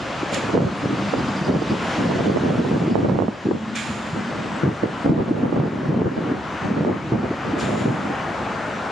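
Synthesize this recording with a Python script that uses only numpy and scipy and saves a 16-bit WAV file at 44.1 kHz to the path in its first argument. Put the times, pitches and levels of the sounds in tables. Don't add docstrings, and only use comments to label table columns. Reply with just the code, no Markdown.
import sys
import numpy as np
from scipy import signal
from scipy.fft import rfft, irfft, next_fast_len
from scipy.io import wavfile
from scipy.ndimage import uniform_filter1d, map_coordinates

SR = 44100
rng = np.random.default_rng(int(sys.argv[2]) if len(sys.argv) > 2 else 0)


def generate_wav(signal):
    frames = np.transpose(np.atleast_2d(signal))
    scaled = np.clip(frames, -1, 1) * 32767
    pcm = np.round(scaled).astype(np.int16)
    wavfile.write(sys.argv[1], SR, pcm)


N = 392931

# (time [s], level [dB])
TYRE_LEVELS = [(0, -32.5), (0.42, -29.5), (0.7, -32.5), (1.1, -30), (1.62, -31.5), (1.9, -27), (2.2, -30),
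               (2.88, -33), (3.3, -38.5), (3.65, -36.5), (4.2, -33), (4.55, -32), (5.04, -31.5),
               (5.15, -33.5), (6.05, -36), (6.58, -31), (7.0, -34.5), (7.6, -30.5), (8.9, -31.5)]
CAR_LEVELS = [(0, -50), (6.2, -49.5), (7.3, -41), (8.0, -32.5), (8.3, -32), (8.9, -30.5)]
ENGINE_LEVELS = [(0, -35), (1, -27), (2, -26.5), (3.1, -39), (3.35, -38), (3.7, -34), (4.5, -35.5),
                 (5, -30.5), (5.2, -47.5), (6.5, -32.5), (7.1, -29), (8.1, -32), (8.9, -31.5)]
# (time [s], pitch [Hz], level [dB])
ARCHING_WHINE = [(0.4, 8750, -74), (0.8, 9020, -66), (1.05, 9340, -71), (1.3, 9640, -68.5),
                 (1.55, 9890, -71), (1.75, 10050, -67.5), (1.95, 10100, -65.5), (2.25, 9900, -67.5),
                 (2.6, 9560, -65), (2.8, 9230, -69), (3.0, 8890, -67), (3.3, 8620, -75)]
RISING_WHINE = [(3.25, 6900, -68), (3.5, 7100, -62), (4.1, 7630, -64), (4.5, 7975, -64), (4.57, 8035, -55),
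                (4.66, 8115, -66), (4.93, 8350, -63), (5.15, 8550, -71), (5.45, 8820, -68),
                (5.7, 9050, -75), (6.1, 9435, -82), (6.5, 9750, -80)]
GEAR_WHINE = [(1.35, 1040, -53), (1.55, 1050, -50), (1.7, 1065, -54), (1.81, 1080, -43), (1.93, 1095, -48),
              (2.1, 1125, -55)]
OPENING_HUM = [(0, 554, -35), (0.15, 541, -46), (0.45, 543, -37.5)]
FRONT_HUM = [(0.6, 190.3, -37.5), (1.05, 199, -33.5), (1.45, 209, -36)]
REAR_HUM = [(3.5, 216.7, -37), (3.78, 222, -35), (3.95, 223, -36.5), (4.1, 224, -40), (4.32, 226, -38),
            (4.55, 228, -41)]
AXLE_HUM = [(4.15, 195, -41), (4.4, 199, -37.5), (4.6, 201, -37)]
# (time [s], level [dB], rise [s], blast fade [s], tail level [dB], tail fade [s], ring [dB], pan [dB])
AIR_BURSTS = [(0.346, -19.3, 0.02, 0.33, -16.5, 0.6, -12, -2.5),
              (3.763, -26.5, 0.0105, 0.42, 1.5, 1.6, 3, -4.5),
              (7.602, -28.8, 0.017, 0.85, -2, 1.9, -8, 2.8), (7.805, -38.5, 0.03, 0.45, -9, 0.44, -20, 2)]
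# (pitch [Hz], width [Hz], boost [dB])
OUTLET_RINGS = [(2370, 130, 16.5), (2770, 90, 3), (3520, 110, 6)]
NOZZLE_RINGS = [(5250, 250, 4), (6550, 200, 5), (7050, 380, 8), (7500, 200, 4), (8750, 260, 8)]
# (time [s], level [dB], centre [Hz], width [Hz], fade [s])
VALVE_SNAPS = [(0.346, -24, 6000, 3400, .018), (3.757, -29, 6400, 2200, .025),
               (7.599, -37, 4800, 2600, .16)]
# (time [s], level [dB])
SQUEAKS = [(1.09, -47), (1.19, -43), (1.285, -41), (1.38, -42), (1.455, -41), (1.53, -44), (1.62, -43.5),
           (1.71, -43), (2.92, -46)]
# (start [s], length [s], level [dB], depth [dB])
GUSTS = [(0.3, 0.16, -24.5, -6.5), (0.477, 0.1, -22, -9), (0.535, 0.12, -14, -3.5),
         (0.811, 0.19, -26.5, 4.5), (1.126, 0.075, -26, 8.5), (1.468, 0.092, -16.5, -5.5),
         (1.69, 0.042, -23.5, 4.5), (1.979, 0.694, -17, -2), (2.703, 0.064, -17.5, 5),
         (2.791, 0.052, -20, 0.5), (2.845, 0.39, -16.5, 1), (3.447, 0.1, -25.5, 6), (4.14, 0.04, -28.5, 6),
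         (4.29, 0.35, -31, -3), (4.627, 0.06, -19.5, 8), (4.823, 0.026, -17, -5.5),
         (5.043, 0.089, -12, -0.5), (5.155, 0.063, -14.5, 0), (5.275, 0.21, -17, -3),
         (5.515, 0.14, -16, -0.5), (5.715, 0.18, -29.5, 9), (5.891, 0.185, -23, 9.5),
         (6.105, 0.269, -22, -3.5), (6.614, 0.14, -26, 3.5), (6.763, 0.15, -18.5, -2),
         (7.116, 0.029, -18.5, 6.5), (7.175, 0.11, -22, -5), (7.44, 0.345, -21.5, -6.5),
         (7.802, 0.13, -21.5, 2.5), (7.971, 0.14, -24, -3.5)]
# (time [s], level [dB], pitch [Hz], half length [s])
THUMPS = [(0.234, -11.5, 320, 0.0025), (0.503, -18, 320, 0.0035), (0.574, -11.5, 268, 0.0081),
          (0.62, -15, 150, 0.008), (0.655, -9, 130, 0.0062), (0.907, -15, 300, .005),
          (0.929, -16.5, 276, 0.0078), (1.137, -17, 330, 0.0036), (1.289, -11, 253, 0.0031),
          (1.419, -10.5, 178.6, 0.0034), (1.505, -12, 273, 0.0076), (1.568, -13, 159, 0.0059),
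          (1.622, -13.5, 333, 0.0036), (1.731, -16.5, 220, 0.0035), (2.011, -14, 240, 0.0056),
          (2.07, -11, 171, 0.008), (2.589, -8, 192, 0.005), (2.747, -16, 150, .008),
          (2.883, -12, 346, 0.0064), (2.921, -10, 235, 0.0096), (3.095, -16, 130, 0.0094),
          (3.12, -8, 181, .006), (3.288, -8.5, 224, 0.0041), (3.457, -14, 210, .004),
          (3.471, -13, 330, 0.0037), (3.49, -5, 320, 0.0026), (3.506, -16, 248, 0.0045),
          (3.514, -9, 347, 0.006), (3.549, -17, 302, 0.0032), (4.135, -19, 150, 0.0053),
          (4.161, -21, 320, 0.0055), (4.655, -13.5, 130, 0.0073), (4.845, -13.5, 310, 0.0076),
          (5.07, -10.5, 275, .005), (5.106, -5, 168, 0.0059), (5.125, -3.5, 316, 0.0048),
          (5.18, -6, 228, 0.0028), (5.314, -4.5, 293, 0.0036), (5.437, -7, 243, 0.0046),
          (5.603, -6, 140, .007), (5.895, -10, 146, 0.0058), (5.97, -14.5, 232, .007),
          (6.075, -18, 257, .006), (6.321, -15, 272, 0.0056), (6.655, -17, 154, 0.006),
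          (6.716, -12, 208, 0.0056), (6.81, -11, 158, 0.0044), (6.901, -19, 320, 0.0097),
          (7.149, -13, 243, 0.0065), (7.234, -16, 310, 0.0049), (7.312, -10.5, 295, 0.0038),
          (7.541, -10, 297, 0.0054), (7.68, -18, 138, 0.0065), (7.857, -14, 250, 0.005),
          (7.895, -17, 130, .008)]
# (time [s], level [dB], pan [dB])
CRACKS = [(0.575, -2.5, -15), (1.137, -5, -12), (1.621, -10, -17), (2.112, -6, -20), (2.19, -8.5, -15),
          (2.371, -6, -19), (2.649, -8, -8), (2.955, 0, -25), (3.088, -12, -20), (3.096, -3, -11),
          (3.157, -10.5, -15), (3.189, -3, -32), (3.202, -6.5, -12), (3.222, -5, -25), (3.282, -10.5, -20),
          (3.511, -6.5, 17), (5.526, -9, -16), (5.6, -8.5, -11), (6.809, -11, -7), (6.849, -6, -8),
          (7.135, -11.5, -12), (7.148, -23, -8)]
# (frequency [Hz], level [dB])
ROAR_SPECTRUM = [(100, -30.5), (300, -13), (520, -0.5), (800, -1), (1300, -1.5), (2000, -8), (3000, -17.5),
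                 (5000, -39.5), (10000, -55.5)]
HISS_SPECTRUM = [(800, -27.5), (2000, 0), (3000, 0.5), (4200, -4.5), (5500, -8.5), (7200, -11.5),
                 (8200, -19), (9900, -25), (10800, -44), (15000, -61)]
JET_SPECTRUM = [(500, -23), (1500, 5), (2400, 1.5), (3500, 0.5), (5000, -7), (5900, -9.5), (7100, -6.5),
                (8200, -14), (10500, -18.5), (11500, -30), (15000, -41)]
THUD_SPECTRUM = [(20, -35), (40, -42), (60, -22), (110, -4), (170, -1), (260, -1), (400, -8), (600, -14),
                 (1000, -24.5), (2000, -41), (5000, -73), (12000, -92)]
SLAP_SPECTRUM = [(40, -51), (120, -16), (250, -11), (380, -4.5), (600, -8), (1000, -24.5), (2000, -36),
                 (5000, -62), (12000, -94)]
CRACK_SPECTRUM = [(40, -38.5), (150, -14), (400, 5.5), (800, -2.5), (1400, -14.5), (2500, -33), (5000, -51),
                  (12000, -74.5)]
CAR_SPECTRUM = [(200, -31), (450, -7), (750, 2), (1000, -3.5), (1400, -4), (2200, -26), (4000, -34.5),
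                (7000, -31.5), (9500, -41), (11000, -65)]
ENGINE_SPECTRUM = [(20, -34.5), (40, -16), (65, -3.5), (120, 0.5), (200, 3), (320, 1), (500, -10),
                   (900, -16), (2500, -66.5)]
# (frequency [Hz], likeness [0 to 1])
STREET_ALIKE = [(60, 0.94), (500, 0.93), (1100, 0.8), (5000, 0.88), (10000, 0.39)]
WIND_ALIKE = [(60, 0.9), (150, 0.97), (270, 0.9), (450, 0.48), (700, 0), (2000, 0)]

TIME = np.arange(N) / SR


def tyres(pass_s=4.47, turn_s=0.99):
    level_db, = curves(TYRE_LEVELS)
    past = (1 + np.tanh((TIME - pass_s) / turn_s)) / 2
    hiss_db = level_db - 6 - 5.5 * past
    roar = amp(level_db + 2 + 0.42 * wobble(18)) * street_noise(ROAR_SPECTRUM, patchy_db=1)
    hiss = amp(hiss_db + 0.21 * wobble(25)) * street_noise(HISS_SPECTRUM, patchy_db=1.03)
    pan_db = 1.2 + 1.3 * past
    return (roar + hiss) * amp(np.array([pan_db, -pan_db]) / 2)


def drive():
    high = whine(ARCHING_WHINE, width_hz=280, direct_db=-17, echo_db=-0.5, waver_db=3)
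    high += whine(RISING_WHINE, width_hz=170, direct_db=-14, echo_db=0, waver_db=2, pan_db=-4)
    low = whine(GEAR_WHINE, width_hz=30, direct_db=1.5, echo_db=3)
    for hum in (FRONT_HUM, REAR_HUM, AXLE_HUM):
        low += whine(hum, width_hz=42, direct_db=-1.5, echo_db=2.5, waver_db=-0.5)
    low += whine(OPENING_HUM, width_hz=49, direct_db=-3, echo_db=2)
    return high + low


def whine(track, width_hz, direct_db, echo_db, waver_db=0, pan_db=0):
    pitch_hz, level_db = curves(track)
    fade = np.clip(np.minimum(TIME - track[0][0], track[-1][0] - TIME) / 0.05, 0, 1)
    phase = 2 * np.pi * np.cumsum(pitch_hz) / SR
    blur = [wobble(width_hz) * np.sin(phase) + wobble(width_hz) * np.cos(phase) for _ in range(2)]
    direct = np.sqrt(2) * np.sin(phase)
    tone = amp(direct_db) * direct + amp(echo_db) * spread(np.array(blur), STREET_ALIKE)
    return fade * amp(level_db + waver_db * wobble(18)) * tone * panned(pan_db)


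def air_valves(gain_db=-9, sputter_db=0.65):
    jet = shaped_noise(lambda hz: amp(along(JET_SPECTRUM, hz)) * (1 + ringing(hz, NOZZLE_RINGS)))
    jet *= amp(sputter_db * wobble(150))
    ring = filtered(jet, lambda hz: ringing(hz, OUTLET_RINGS))
    out = np.zeros((2, N))
    for start, db, rise_s, fade_s, tail_db, tail_s, ring_db, pan_db in AIR_BURSTS:
        age = np.maximum(TIME - start, 0)
        opening = np.exp(-(np.minimum(TIME - start, 0) / rise_s) ** 2)
        blast = amp(-60 * age / fade_s) * (jet + amp(ring_db) * ring)
        tail = amp(tail_db - 60 * age / tail_s) * jet
        out += amp(db + gain_db) * panned(pan_db) * opening * (blast + tail)
    return out


def valve_snaps(rise_s=0.0018):
    out = np.zeros((2, N))
    for start, db, centre_hz, width_hz, fade_s in VALVE_SNAPS:
        spit = shaped_noise(lambda hz: 1 / (1 + ((hz - centre_hz) / width_hz) ** 2) ** 2)
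        age = TIME - start
        opening = np.clip(1 + age / rise_s, 0, 1)
        out += amp(db - 60 * np.maximum(age, 0) / fade_s) * opening * spit
    return out


def squeaks(centre_hz=4800, width_hz=340):
    strokes = sum(amp(db) * bell(TIME - when, 0.014) for when, db in SQUEAKS)
    return strokes * shaped_noise(lambda hz: bell(hz - centre_hz, width_hz))


def wind(breeze_db=-41.5, hard_db=-15, rise_s=0.0089, fall_s=0.039):
    power, depth = np.full(N, amp(breeze_db) ** 2), np.zeros(N)
    for start, length, db, deep_db in GUSTS:
        age = TIME - start
        shape = np.clip(age / rise_s, 0, 1) * np.exp(-np.maximum(age - length, 0) / fall_s)
        gust_power = (amp(db - 0.5) * shape) ** 2
        power += gust_power
        depth += deep_db * gust_power
    depth_db = depth / power
    flutter = amp(2 * wobble(50) + wobble(13))
    strength = np.sqrt(power) * flutter
    hardness = np.tanh(strength / amp(hard_db))
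    thuds = amp(depth_db / 2) * eddies(THUD_SPECTRUM, per_second=650, uneven_db=3.5) * panned(-0.2)
    slaps = eddies(SLAP_SPECTRUM, per_second=550, uneven_db=8) * panned(-5)
    return strength * (thuds + amp(-8 - depth_db) * hardness * slaps)


def eddies(spectrum, per_second, uneven_db):
    hits = (rng.random((2, N)) < per_second / SR) * amp(uneven_db * rng.standard_normal((2, N)))
    dips = signal.fftconvolve(hits.mean() - hits, pulse(spectrum)[None], axes=1)[:, :N]
    churn = spread(dips, WIND_ALIKE)
    local_power = uniform_filter1d(np.mean(churn ** 2, axis=0), size=900)
    return churn / np.sqrt(np.abs(local_power) + 1e-6)


def wind_thumps(gain_db=-1, side_lag_s=0.0003, wander=0.39):
    t = np.arange(-(SR // 25), SR // 25) / SR
    out = np.zeros((2, N))
    for when, db, pitch_hz, half_s in THUMPS:
        offset, skew, bend = rng.standard_normal(3)
        phase = 2 * np.pi * (pitch_hz * t + offset) + wander * bend * (t / half_s) ** 2
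        lag = np.pi * pitch_hz * side_lag_s * skew * np.array([[1], [-1]])
        first = round((when + t[0]) * SR)
        out[:, first:first + len(t)] += amp(db + gain_db) * bell(t, half_s) * np.sin(phase + lag)
    return out


def wind_cracks(gain_db=-3, tumble_db=-11, fade_s=0.085, per_second=700):
    age = np.arange(SR // 20) / SR
    hits = np.zeros((2, N))
    for start, db, pan_db in CRACKS:
        tumble = (rng.random(len(age)) < per_second / SR) * rng.standard_normal(len(age))
        tumble *= amp(tumble_db - 60 * age / fade_s)
        tumble[0] = 1
        sides = panned(pan_db)
        first = round(start * SR)
        hits[:, first:first + len(age)] += amp(db + gain_db) * sides / sides.mean() * tumble
    return -signal.fftconvolve(hits, pulse(CRACK_SPECTRUM)[None], axes=1)[:, :N]


def cars():
    level_db, = curves(CAR_LEVELS)
    return amp(level_db + 0.6 * wobble(9.8)) * street_noise(CAR_SPECTRUM, patchy_db=3) * panned(1.6)


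def distant_engines():
    level_db, = curves(ENGINE_LEVELS)
    return amp(level_db) * street_noise(ENGINE_SPECTRUM, patchy_db=1.5)


def street_noise(spectrum, patchy_db):
    grid = signal.stft(rng.standard_normal((2, N)), nperseg=512)[2]
    patches = uniform_filter1d(rng.standard_normal(grid.shape[1:]), size=5, axis=0)
    patches = uniform_filter1d(patches, size=14, axis=1)
    pair = signal.istft(grid * amp(patchy_db * unit(patches)), nperseg=512)[1][:, :N]
    return spread(filtered(pair, lambda hz: amp(along(spectrum, hz))), STREET_ALIKE)


def shaped_noise(response):
    return spread(filtered(rng.standard_normal((2, N)), response), STREET_ALIKE)


def spread(pair, alike):
    def shares(hz):
        angle = np.arccos(np.clip(along(alike, hz), -1, 1)) / 2
        return np.array([np.cos(angle), np.sin(angle)])
    mid, side = filtered(pair, shares)
    return unit(np.array([mid + side, mid - side]))


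def pulse(spectrum, size=4096):
    gains = amp(along(spectrum, np.fft.rfftfreq(size, 1 / SR)))
    cepstrum = irfft(np.log(gains))
    cepstrum[1:size // 2] *= 2
    cepstrum[size // 2 + 1:] = 0
    knock = irfft(np.exp(rfft(cepstrum)))
    return knock / np.abs(knock).max()


def ringing(hz, peaks):
    return sum((amp(db) - 1) / (1 + (2 * (hz - pitch) / width) ** 2) for pitch, width, db in peaks)


def filtered(x, response):
    size = next_fast_len(N + SR // 4)
    return irfft(rfft(x, size) * response(np.fft.rfftfreq(size, 1 / SR)), size)[..., :N]


def wobble(rate):
    return map_coordinates(rng.standard_normal(int(N * rate / SR) + 4), [TIME * rate])


def curves(rows):
    times, *columns = np.transpose(rows)
    return [np.interp(TIME, times, column) for column in columns]


def along(points, hz):
    frequencies, values = np.transpose(points)
    return np.interp(np.log(hz + 1), np.log(frequencies + 1), values)


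def bell(x, width):
    return np.exp(-0.5 * (x / width) ** 2)


def panned(pan_db):
    return amp(np.array([[pan_db], [-pan_db]]) / 2)


def unit(x):
    return x / np.sqrt(np.mean(x ** 2) + 1e-20)


def amp(db):
    return 10 ** (np.asarray(db) / 20)


def volume_control(x, threshold_db=-18, slope=0.36, follow_s=0.014, recover_db_per_s=40):
    memory = np.exp(-1 / (follow_s * SR))
    power = signal.lfilter([1 - memory], [1, -memory], np.mean(x ** 2, axis=0))
    sag_db = recover_db_per_s * TIME
    held_db = np.maximum.accumulate(10 * np.log10(power + 1e-12) + sag_db) - sag_db
    gain = (1 + amp(held_db - threshold_db) ** 2) ** -slope
    return x * uniform_filter1d(gain, size=800)


def scene():
    bus = drive() + squeaks() + valve_snaps() + air_valves() + tyres()
    return bus + distant_engines() + cars() + wind() + wind_thumps() + wind_cracks()


def record(dry, low_cut_hz=42, top_hz=15200):
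    levelled = volume_control(dry)
    return filtered(levelled, lambda hz: (hz < top_hz) * hz ** 2 / np.hypot(hz ** 2, low_cut_hz ** 2))


dry = scene()
out = record(dry)
generate_wav(out)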